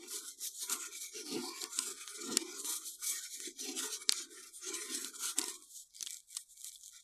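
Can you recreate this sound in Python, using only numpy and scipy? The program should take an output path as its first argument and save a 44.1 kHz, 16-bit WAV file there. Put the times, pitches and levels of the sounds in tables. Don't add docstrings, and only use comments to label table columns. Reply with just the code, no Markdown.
import sys
import numpy as np
from scipy import signal
from scipy.fft import rfft, irfft, next_fast_len
from scipy.io import wavfile
from scipy.ndimage import uniform_filter1d

SR = 44100
rng = np.random.default_rng(int(sys.argv[2]) if len(sys.argv) > 2 else 0)


def file_out(sig):
    cols = np.atleast_2d(sig).T
    lim = np.clip(cols, -1, 1)
    pcm = np.round(lim * 32767).astype(np.int16)
    wavfile.write(sys.argv[1], SR, pcm)


N = 310023

# (frequency [Hz], density [dB per Hz])
ROOM_SPECTRUM = [(20, -3.5), (45, 0), (70, -8.5), (130, -14.5), (300, -21.5), (700, -24.5), (1500, -25),
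                 (2800, -29.5), (4000, -35.5), (15000, -34)]
# (frequency [Hz], density [dB per Hz])
SUPPRESSOR_THRESHOLD = [(150, -108), (400, -108), (620, -100), (1000, -103), (1400, -105), (1700, -102),
                        (2300, -106), (2600, -94), (2950, -86), (3200, -114), (5000, -130), (13500, -128),
                        (15000, -112)]
# (centre [Hz], half-width at 1/e amplitude [Hz], relative level [dB])
BOOM_MODES = [(207.5, 16, -20), (262.5, 22.8, 4.5), (332.8, 28, -0.5), (381, 48, 0.5), (429.6, 18.3, 1),
              (347, 141, -5)]
LOW_SKIN_MODES = [(734.5, 25, -1.5), (773, 69, -12), (1038, 91, 0), (920, 290, -7)]
HIGH_SKIN_MODES = [(1223, 37.7, -2), (1386, 54, -12.5), (1432, 117, -5), (1622, 55, -17), (1875, 110, -7),
                   (2066, 55, -4.5), (2296, 80, 3), (2396, 150, -8.5), (2780, 630, 2)]
# (start [s], skin pitch favoured at first [Hz], time constant of the climb [s])
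TURNS_OR_GRIPS = [(0, 797, 0.32), (.4, 1440, 3.0), (.68, 1100, 0.51), (1.148, 590, 0.92), (2.22, 790, 0.87),
                  (3.0, 1163, 0.36), (3.581, 650, 2), (3.8, 1390, 2.7), (4.62, 1510, 3.0),
                  (5.15, 1240, 1.3), (5.36, 1110, 0.51), (6.599, 1420, 1.4)]
# (tightest moment [s], tightening [s], slackening [s],
# boom level [dB], low skin level [dB])
THREAD_PULLS = [(0.048, 0.18, 0.13, -54, -68), (0.14, 0.07, 0.21, -56.5, -66),
                (0.384, 0.025, 0.29, -69, -84), (0.634, 0.02, 0.07, -60, -65),
                (0.715, 0.043, 0.19, -51.5, -52), (0.89, 0.084, 0.11, -63, -78),
                (1.167, 0.042, 0.202, -51.5, -75), (1.364, 0.13, 0.14, -37, -51.5),
                (1.45, 0.072, 0.2, -50.5, -47), (1.635, 0.052, 0.106, -53.5, -50.5),
                (1.792, 0.025, 0.079, -52, -52), (1.89, 0.11, 0.11, -52, -67.5),
                (2.314, 0.16, 0.4, -41.5, -59), (2.494, 0.29, 0.26, -69.5, -61),
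                (2.692, 0.056, 0.12, -61, -53), (3.123, 0.12, 0.095, -64.5, -63.5),
                (3.487, 0.14, 0.059, -52, -86.5), (3.69, 0.11, 0.34, -45, -61.5),
                (3.841, 0.081, 0.22, -55, -56.5), (4.21, 0.14, 0.072, -59.5, -70),
                (4.33, 0.21, 0.23, -58.5, -79), (4.697, 0.06, 0.37, -47.5, -59),
                (4.92, 0.13, 0.26, -49, -62), (5.05, 0.038, 0.08, -67, -67),
                (5.243, 0.114, 0.16, -61.5, -59.5), (5.391, 0.031, 0.2, -48, -50),
                (6.026, 0.044, 0.073, -73, -77.5)]
# (start [s], length [s], hiss level before trim [dB],
# brightness before tilt, low for skin and high for thread [dB per octave], zip pitch [Hz],
# zip prominence [dB], high skin rustle before trim [dB])
WINDING_STROKES = [(0.007, 0.09, -54.5, -9, 5070, 2.5, -61), (0.115, 0.077, -39, 1, 5100, 3, -55),
                   (0.217, 0.1, -46, -1.5, 9330, 1.5, -63.5), (0.427, 0.051, -37, 2, 5650, 4.5, -63),
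                   (0.545, 0.066, -49, -0.5, 8000, 5, -76.5), (0.614, 0.024, -38.5, 0, 4380, 5, -61),
                   (0.708, 0.037, -34.5, -1, 7250, 0.5, -43.5), (0.799, 0.069, -42.5, -4, 7360, 10, -51.5),
                   (0.926, 0.061, -45, -4.5, 6200, -1, -55), (1.007, 0.062, -43.5, -1, 6130, 4.5, -55),
                   (1.151, 0.063, -42, -5, 5570, 9.5, -53), (1.265, 0.098, -45, -3.5, 5000, 9, -58.5),
                   (1.377, 0.14, -45, -4, 4970, 9, -55.5), (1.542, 0.12, -44.5, -3.5, 4660, 5, -54),
                   (1.73, 0.19, -42, -2, 7800, 3.5, -53), (1.967, 0.08, -49, -4, 9400, 4, -54),
                   (2.074, 0.077, -47.5, -1, 9000, 2, -59.5), (2.159, 0.27, -45.5, -7, 6560, 3.5, -54.5),
                   (2.479, 0.095, -45, -8.5, 6240, 4.5, -55.5), (2.592, 0.014, -40.5, -2, 7600, 1.5, -67),
                   (2.667, 0.1, -36.5, 0, 9000, 2, -54), (2.812, 0.037, -51, -3, 7000, 2.5, -64),
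                   (2.863, 0.031, -42, 2.5, 7000, -0.5, -67), (2.898, 0.06, -50.5, 0, 7000, 0, -77),
                   (3.032, 0.13, -37, 3, 6550, 2, -53), (3.158, 0.11, -44, -3.5, 7150, 4, -56.5),
                   (3.311, 0.11, -44, 0, 6970, 1.5, -62), (3.43, 0.06, -45.5, -6, 5950, 3.5, -56),
                   (3.601, 0.13, -42.5, -5, 5490, 4, -58.5), (3.776, 0.1, -38, -3.5, 9260, 1, -48),
                   (3.909, 0.048, -40.5, -5.5, 6070, 1, -51.5),
                   (4.012, 0.02, -48.5, -7.5, 9900, 6.5, -53.5), (4.103, 0.13, -44, -11, 6100, 2, -55),
                   (4.311, 0.18, -52, -3.5, 4600, 0.5, -59.5), (4.536, 0.067, -50.5, 3, 8810, 6, -75),
                   (4.633, 0.12, -41.5, -8, 6620, 7, -53), (4.764, 0.112, -44.5, -4.5, 9600, 3.5, -49),
                   (4.901, 0.08, -40, -7, 9900, 2.5, -50), (4.996, 0.098, -44.5, -0.5, 9730, -1, -52.5),
                   (5.153, 0.014, -46, -1.5, 9000, 3, -56.5), (5.214, 0.091, -37.5, -0.5, 8670, 0.5, -49),
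                   (5.379, 0.13, -45, -1.5, 8380, 3, -53.5), (5.519, 0.042, -50.5, -2.5, 8250, 2, -70),
                   (5.597, 0.061, -58, 2, 8200, 3, -76), (5.714, 0.1, -48.5, 3, 7220, 5, -99),
                   (5.953, 0.07, -55, -1, 4880, 11.5, -69.5), (6.065, 0.11, -50, 0, 7850, 3, -63),
                   (6.319, 0.085, -49, 3.5, 7950, 4.5, -67), (6.512, 0.011, -57, 5, 7330, 9, -75),
                   (6.579, 0.037, -53, 6, 7250, 4, -73.5), (6.643, 0.045, -47, 3, 7250, 4, -66),
                   (6.727, 0.035, -55.5, 2.5, 7250, -1, -75), (6.805, 0.12, -56.5, 2.5, 6900, 7, -84),
                   (6.93, 0.072, -56, -7, 6750, 1, -67.5)]
# (frequency [Hz], density [dB per Hz])
HISS_SPECTRUM = [(1100, -47.5), (1900, -18.5), (2400, -24), (2800, -10.5), (3200, -3.5), (4100, 0),
                 (4800, -4.5), (5800, 0.5), (7600, 1.5), (10200, -1.5), (12000, -6), (14000, -15.5),
                 (14700, -21.5), (15400, -42)]
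# (time [s], level against the untrimmed stroke hiss [dB])
FIBRE_LEVELS = [(0, -12.5), (5.25, -21.5), (5.45, -4), (5.75, -11.5), (6.1, 0.5), (6.4, -8), (6.65, -2.5),
                (7.03, -4)]
# (time before a fixed lag [s], peak without thump [dB], ring pitch [Hz],
# relative thump level [dB], crack's 60 dB decay [s])
STRAND_SNAPS = [(0.6963, -22, 7600, -80, 0.014), (1.6156, -29, 4070, -64, 0.034),
                (1.6392, -20.5, 7500, -48, 0.0051), (1.7884, -12.5, 7980, -56, 0.02),
                (2.0762, -26.5, 3500, -81, 0.0063), (2.37, -7.5, 7120, -38, 0.012),
                (2.6455, -28, 6780, -53, 0.0083), (3.0207, -38, 7360, -81, 0.027),
                (3.4014, -26.5, 7600, -56, 0.009), (3.4773, -33, 6070, -43, 0.012),
                (4.0925, -3.5, 4300, -44, 0.01), (4.122, -14, 4630, -53.5, 0.0059),
                (5.0455, -21.5, 4180, -51, 0.01), (5.2553, -23, 7920, -63, 0.019),
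                (5.3853, -9.5, 7940, -48, 0.0088), (5.3924, -18, 8000, -44.5, 0.011),
                (5.4138, -24.5, 4440, -44, 0.02), (5.4403, -22.5, 5500, -48, 0.013),
                (5.4813, -24.5, 8370, -48.5, 0.029), (5.6228, -39, 8200, -68, 0.017),
                (6.0075, -25.5, 6220, -67.5, 0.012), (6.0257, -23.5, 6070, -78, 0.03),
                (6.0624, -24.5, 3470, -72, 0.0065), (6.07, -26.5, 3310, -84, 0.019),
                (6.125, -35, 7870, -104, 0.011), (6.3046, -44, 8200, -97, 0.017),
                (6.3671, -22.5, 8310, -97, 0.034), (6.575, -39, 7320, -80.5, 0.011),
                (6.6922, -39, 5720, -98.5, 0.029), (6.718, -37, 4400, -90, 0.011),
                (6.7563, -39, 3400, -86, 0.042), (6.8334, -39, 6700, -97.5, 0.016)]
# (frequency [Hz], density [dB per Hz])
CRACK_SPECTRUM = [(600, -64.5), (1100, 1.5), (1800, -14), (2800, 1.5), (4200, 8.5), (8000, 7), (11000, 6),
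                  (14000, -34.5), (16000, -20.5)]
# (frequency [Hz], density [dB per Hz])
THUMP_SPECTRUM = [(60, -52), (130, -26), (200, -14.5), (260, 5.5), (420, 7), (500, -23.5), (600, -31.5),
                  (1500, -70.5)]

EDGE_HZ = 15300
ARCH_DB = 3
STROKE_RISE_DB_PER_S, STROKE_FALL_DB_PER_S = 436, 393
REST_HISS_DB, REST_RUSTLE_DB = -71.5, -91
SLACK_DB = -22
STROKE_TO_BOOM_DB, STROKE_TO_LOW_DB, BOOM_TO_HIGH_DB = -22.5, -39.5, -13
SHORT_STRAND_HZ = 2160
RUSTLE_SHARPNESS = 0.95


def gain_of(db):
    return 10 ** (np.asarray(db) / 20)


def evened(x):
    return x / np.sqrt(np.mean(x ** 2) + 1e-20)


def summed_db(levels):
    return 10 * np.log10(sum(gain_of(db) ** 2 for db in levels) + 1e-20)


def read(points, hz):
    point_hz, value = np.transpose(points)
    return np.interp(np.log(hz + 1), np.log(point_hz + 1), value)


def coloured(x, points):
    hz = np.fft.rfftfreq(len(x), 1 / SR)
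    return irfft(rfft(x) * gain_of(read(points, hz)), len(x))


def grid(size):
    hop = size // 4
    return np.arange(N // hop + 2)[:, None] * hop / SR, np.fft.rfftfreq(size, 1 / SR)


def per_sample(t, db):
    return gain_of(np.interp(np.arange(N) / SR, t.ravel(), db.ravel()))


def patches(size, span_s, span_hz):
    t, hz = grid(size)
    field = rng.standard_normal((len(t), len(hz)))
    for axis, width in enumerate([span_s / t[1, 0], span_hz / hz[1]]):
        length = field.shape[axis]
        blur = np.exp(-(2 * width * np.fft.rfftfreq(length)) ** 2)
        spectrum = rfft(field, axis=axis) * np.expand_dims(blur, 1 - axis)
        field = irfft(spectrum, length, axis=axis)
    return evened(field)


def moving_noise(shape, size):
    shape = shape / np.sqrt((shape ** 2).sum(1, keepdims=True) + 1e-20)
    z = shape * (rng.standard_normal(shape.shape) + 1j * rng.standard_normal(shape.shape))
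    return evened(signal.istft(z.T, nperseg=size, noverlap=size * 3 // 4)[1][:N])


def flutter(rate_hz):
    size = next_fast_len(N)
    low_pass = np.exp(-(np.fft.rfftfreq(size, 1 / SR) / rate_hz) ** 2)
    return evened(irfft(rfft(rng.standard_normal(size)) * low_pass, size)[:N])


def room_floor():
    return evened(coloured(rng.standard_normal(N), ROOM_SPECTRUM))


def stroke_shape(t, start, length):
    u = t - start
    arch = ARCH_DB * (2 * np.clip(u / length, 0, 1) - 1) ** 2
    rise = STROKE_RISE_DB_PER_S * np.maximum(-u, 0)
    fall = STROKE_FALL_DB_PER_S * np.maximum(u - length, 0)
    return -arch - rise - fall


def strokes(t):
    start, length, hiss_db, brightness, zip_hz, zip_db, rustle_db = np.transpose(WINDING_STROKES)
    shape = stroke_shape(t, start, length)
    power = gain_of(shape + hiss_db) ** 2 + 1e-30
    total = power.sum(1, keepdims=True)
    colour = [power @ column[:, None] / total for column in (brightness, zip_hz, zip_db)]
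    hiss = summed_db([*(shape + hiss_db).T, REST_HISS_DB])
    rustle = summed_db([*(RUSTLE_SHARPNESS * shape + rustle_db).T, REST_RUSTLE_DB])
    return hiss, rustle, *colour


def pulls(t):
    peak, tighten, slacken, boom_db, low_db = np.transpose(THREAD_PULLS)
    shape = SLACK_DB * np.maximum((peak - t) / tighten, (t - peak) / slacken)
    return summed_db((shape + boom_db).T), summed_db((shape + low_db).T)


def skin_pitch(t):
    start, first_hz, climb_s = np.transpose(TURNS_OR_GRIPS)
    k = np.maximum(np.searchsorted(start, t, "right") - 1, 0)
    remaining = np.exp(-(t - start[k]) / climb_s[k])
    return SHORT_STRAND_HZ * (first_hz[k] / SHORT_STRAND_HZ) ** remaining


def rubbed(modes, pitch_hz, lift_db, span_hz, split_db, reach=0.44):
    hz = grid(size=2048)[1]
    shape = sum(gain_of(db) * np.exp(-((hz - f) / width) ** 2) for f, width, db in modes)
    favour_db = lift_db * np.exp(-(np.log((hz + 1) / pitch_hz) / reach) ** 2)
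    grip_db = 5 * patches(size=2048, span_s=.07, span_hz=span_hz)
    lines_db = split_db * patches(size=2048, span_s=.09, span_hz=14)
    return moving_noise(shape * gain_of(favour_db + grip_db + lines_db), size=2048)


def balloon(boom_db=0, low_db=0, high_db=-1, light_hz=370, hard_hz=260, grain_db=0.5, lump_db=2.0):
    frames, t = grid(size=2048)[0], grid(size=512)[0]
    depth_hz = np.interp(pulls(frames)[0][:, None], [-54, -43], [light_hz, hard_hz])
    skin_hz = skin_pitch(frames)
    rustle = strokes(t)[1]
    pull_boom, pull_low = pulls(t)
    boom = per_sample(t, boom_db + summed_db([pull_boom, rustle + STROKE_TO_BOOM_DB]))
    low = per_sample(t, low_db + summed_db([pull_low, rustle + STROKE_TO_LOW_DB]))
    high = per_sample(t, high_db + summed_db([rustle, pull_boom + BOOM_TO_HIGH_DB]))
    low_skin = low * rubbed(LOW_SKIN_MODES, skin_hz, lift_db=23.5, span_hz=140, split_db=8.0)
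    high_skin = high * rubbed(HIGH_SKIN_MODES, skin_hz, lift_db=18.5, span_hz=174, split_db=2.5)
    body = boom * rubbed(BOOM_MODES, depth_hz, lift_db=10.5, span_hz=89, split_db=3.0)
    jerks_db = lump_db * flutter(rate_hz=33) + grain_db * flutter(rate_hz=60)
    return body + (low_skin + high_skin) * gain_of(jerks_db)


def crackle(per_s=260, spread_db=4.5):
    sizes = gain_of(spread_db * np.minimum(rng.exponential(1, N), 4)) * (rng.random(N) < per_s / SR)
    kind = rng.integers(0, 8, N)
    t = np.arange(200) / SR
    shapes = rng.standard_normal((8, len(t))) * gain_of(-60 * t / .005)
    ticks = sum(signal.oaconvolve(sizes * (kind == k), shape)[:N] for k, shape in enumerate(shapes))
    frames = grid(size=512)[0]
    fibre_s, fibre_db = np.transpose(FIBRE_LEVELS)
    level_db = strokes(frames)[0] + np.interp(frames.ravel(), fibre_s, fibre_db)
    return evened(coloured(ticks, HISS_SPECTRUM)) * per_sample(frames, level_db)


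def snaps(level_db=0, crack_db=-7, spike_db=2, ripple_db=-16, thump_db=4, ring_share=0.48,
          lag_s=0.00093, crack_reach=2.38):
    out, pushes, t = np.zeros(N + SR), np.zeros(N), np.arange(4096) / SR
    ripple_hz = 1100 + 6500 * np.exp(-t / .0036)
    chirp = np.sin(2 * np.pi * np.cumsum(ripple_hz) / SR)
    chirp = chirp * gain_of(-60 * t / 0.027) * (1 - np.exp(-t / 0.0015))
    high_pass = signal.butter(4, 1000, "high", fs=SR, output="sos")
    for s, peak_db, ring_hz, push_db, t60 in STRAND_SNAPS:
        fade_db = -60 * t / max(t60, .002)
        burst, scatter = rng.standard_normal((2, len(t)))
        crack_gain = gain_of(crack_db + fade_db) + gain_of(spike_db) * np.exp(-t / 0.00012)
        crack = evened(coloured(burst, CRACK_SPECTRUM)) * crack_gain
        cutoff_hz = min(crack_reach * ring_hz, SR / 2 - 1000)
        crack = signal.sosfilt(signal.butter(2, cutoff_hz, fs=SR, output="sos"), crack)
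        ring = np.sin(2 * np.pi * ring_hz * t) * gain_of(fade_db / ring_share)
        ripple = gain_of(ripple_db) * chirp * evened(uniform_filter1d(scatter, size=28))
        snap = (crack + ring + ripple) * (1 - np.exp(-t / 0.000094))
        snap = signal.sosfilt(high_pass, snap)
        start = round((s + lag_s) * SR)
        out[start:start + len(t)] += gain_of(peak_db + level_db) * snap / abs(snap).max()
        pushes[start] = gain_of(push_db + thump_db)
    thumps = coloured(pushes, THUMP_SPECTRUM)
    return out[:N] + thumps * pushes.max() / abs(thumps).max()


def sliding(level_db=-1.0, patchy_db=2.5, skin_patchy=0.15, tilt=0.92, zip_width=0.17, judder_db=2.21):
    t, hz = grid(size=512)
    stroke_db, _, brightness, zip_hz, prominence_db = strokes(t)
    octaves = np.clip(np.log2((hz + 1) / 7000), -.45, .75)
    zip_db = prominence_db * np.exp(-(np.log((hz + 1) / zip_hz) / zip_width) ** 2)
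    colour_db = read(HISS_SPECTRUM, hz) + tilt * (brightness + 1.2) * octaves + zip_db
    bands_db = (patchy_db - skin_patchy * brightness) * patches(size=512, span_s=.06, span_hz=235.4)
    hiss = moving_noise(gain_of(colour_db + bands_db), size=512)
    return hiss * per_sample(t, stroke_db) * gain_of(level_db + judder_db * flutter(rate_hz=35))


def suppressor(x, depth_db=-24):
    hz, _, z = signal.stft(x, SR, nperseg=1024, noverlap=768, scaling="psd")
    power = uniform_filter1d(2 * abs(z) ** 2, size=5, axis=1)
    power = uniform_filter1d(power, size=3, axis=0)
    threshold = gain_of(read(SUPPRESSOR_THRESHOLD, hz))[:, None] ** 2
    excess = (power / threshold) ** 2
    z = z * (excess + gain_of(depth_db)) / (excess + 1)
    return signal.istft(z, SR, nperseg=1024, noverlap=768, scaling="psd")[1][:N]


def scene():
    return np.tile(balloon() + crackle() + snaps() + sliding(), (2, 1))


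def record(dry, floor_db=-86, side_db=-17, width_db=-33):
    cleaned = suppressor(dry.mean(0))
    scatter = rng.standard_normal(1024)
    scatter = scatter / np.linalg.norm(scatter)
    width = gain_of(width_db) * signal.oaconvolve(cleaned, scatter)[:N]
    floor = gain_of(floor_db) * room_floor()
    side = width + gain_of(floor_db + side_db) * room_floor()
    out = cleaned + floor + np.array([side, -side])
    low_pass = signal.firwin(511, EDGE_HZ, window=("kaiser", 9), fs=SR)
    return signal.oaconvolve(out, low_pass[None], "same")


dry = scene()
out = record(dry)
file_out(out)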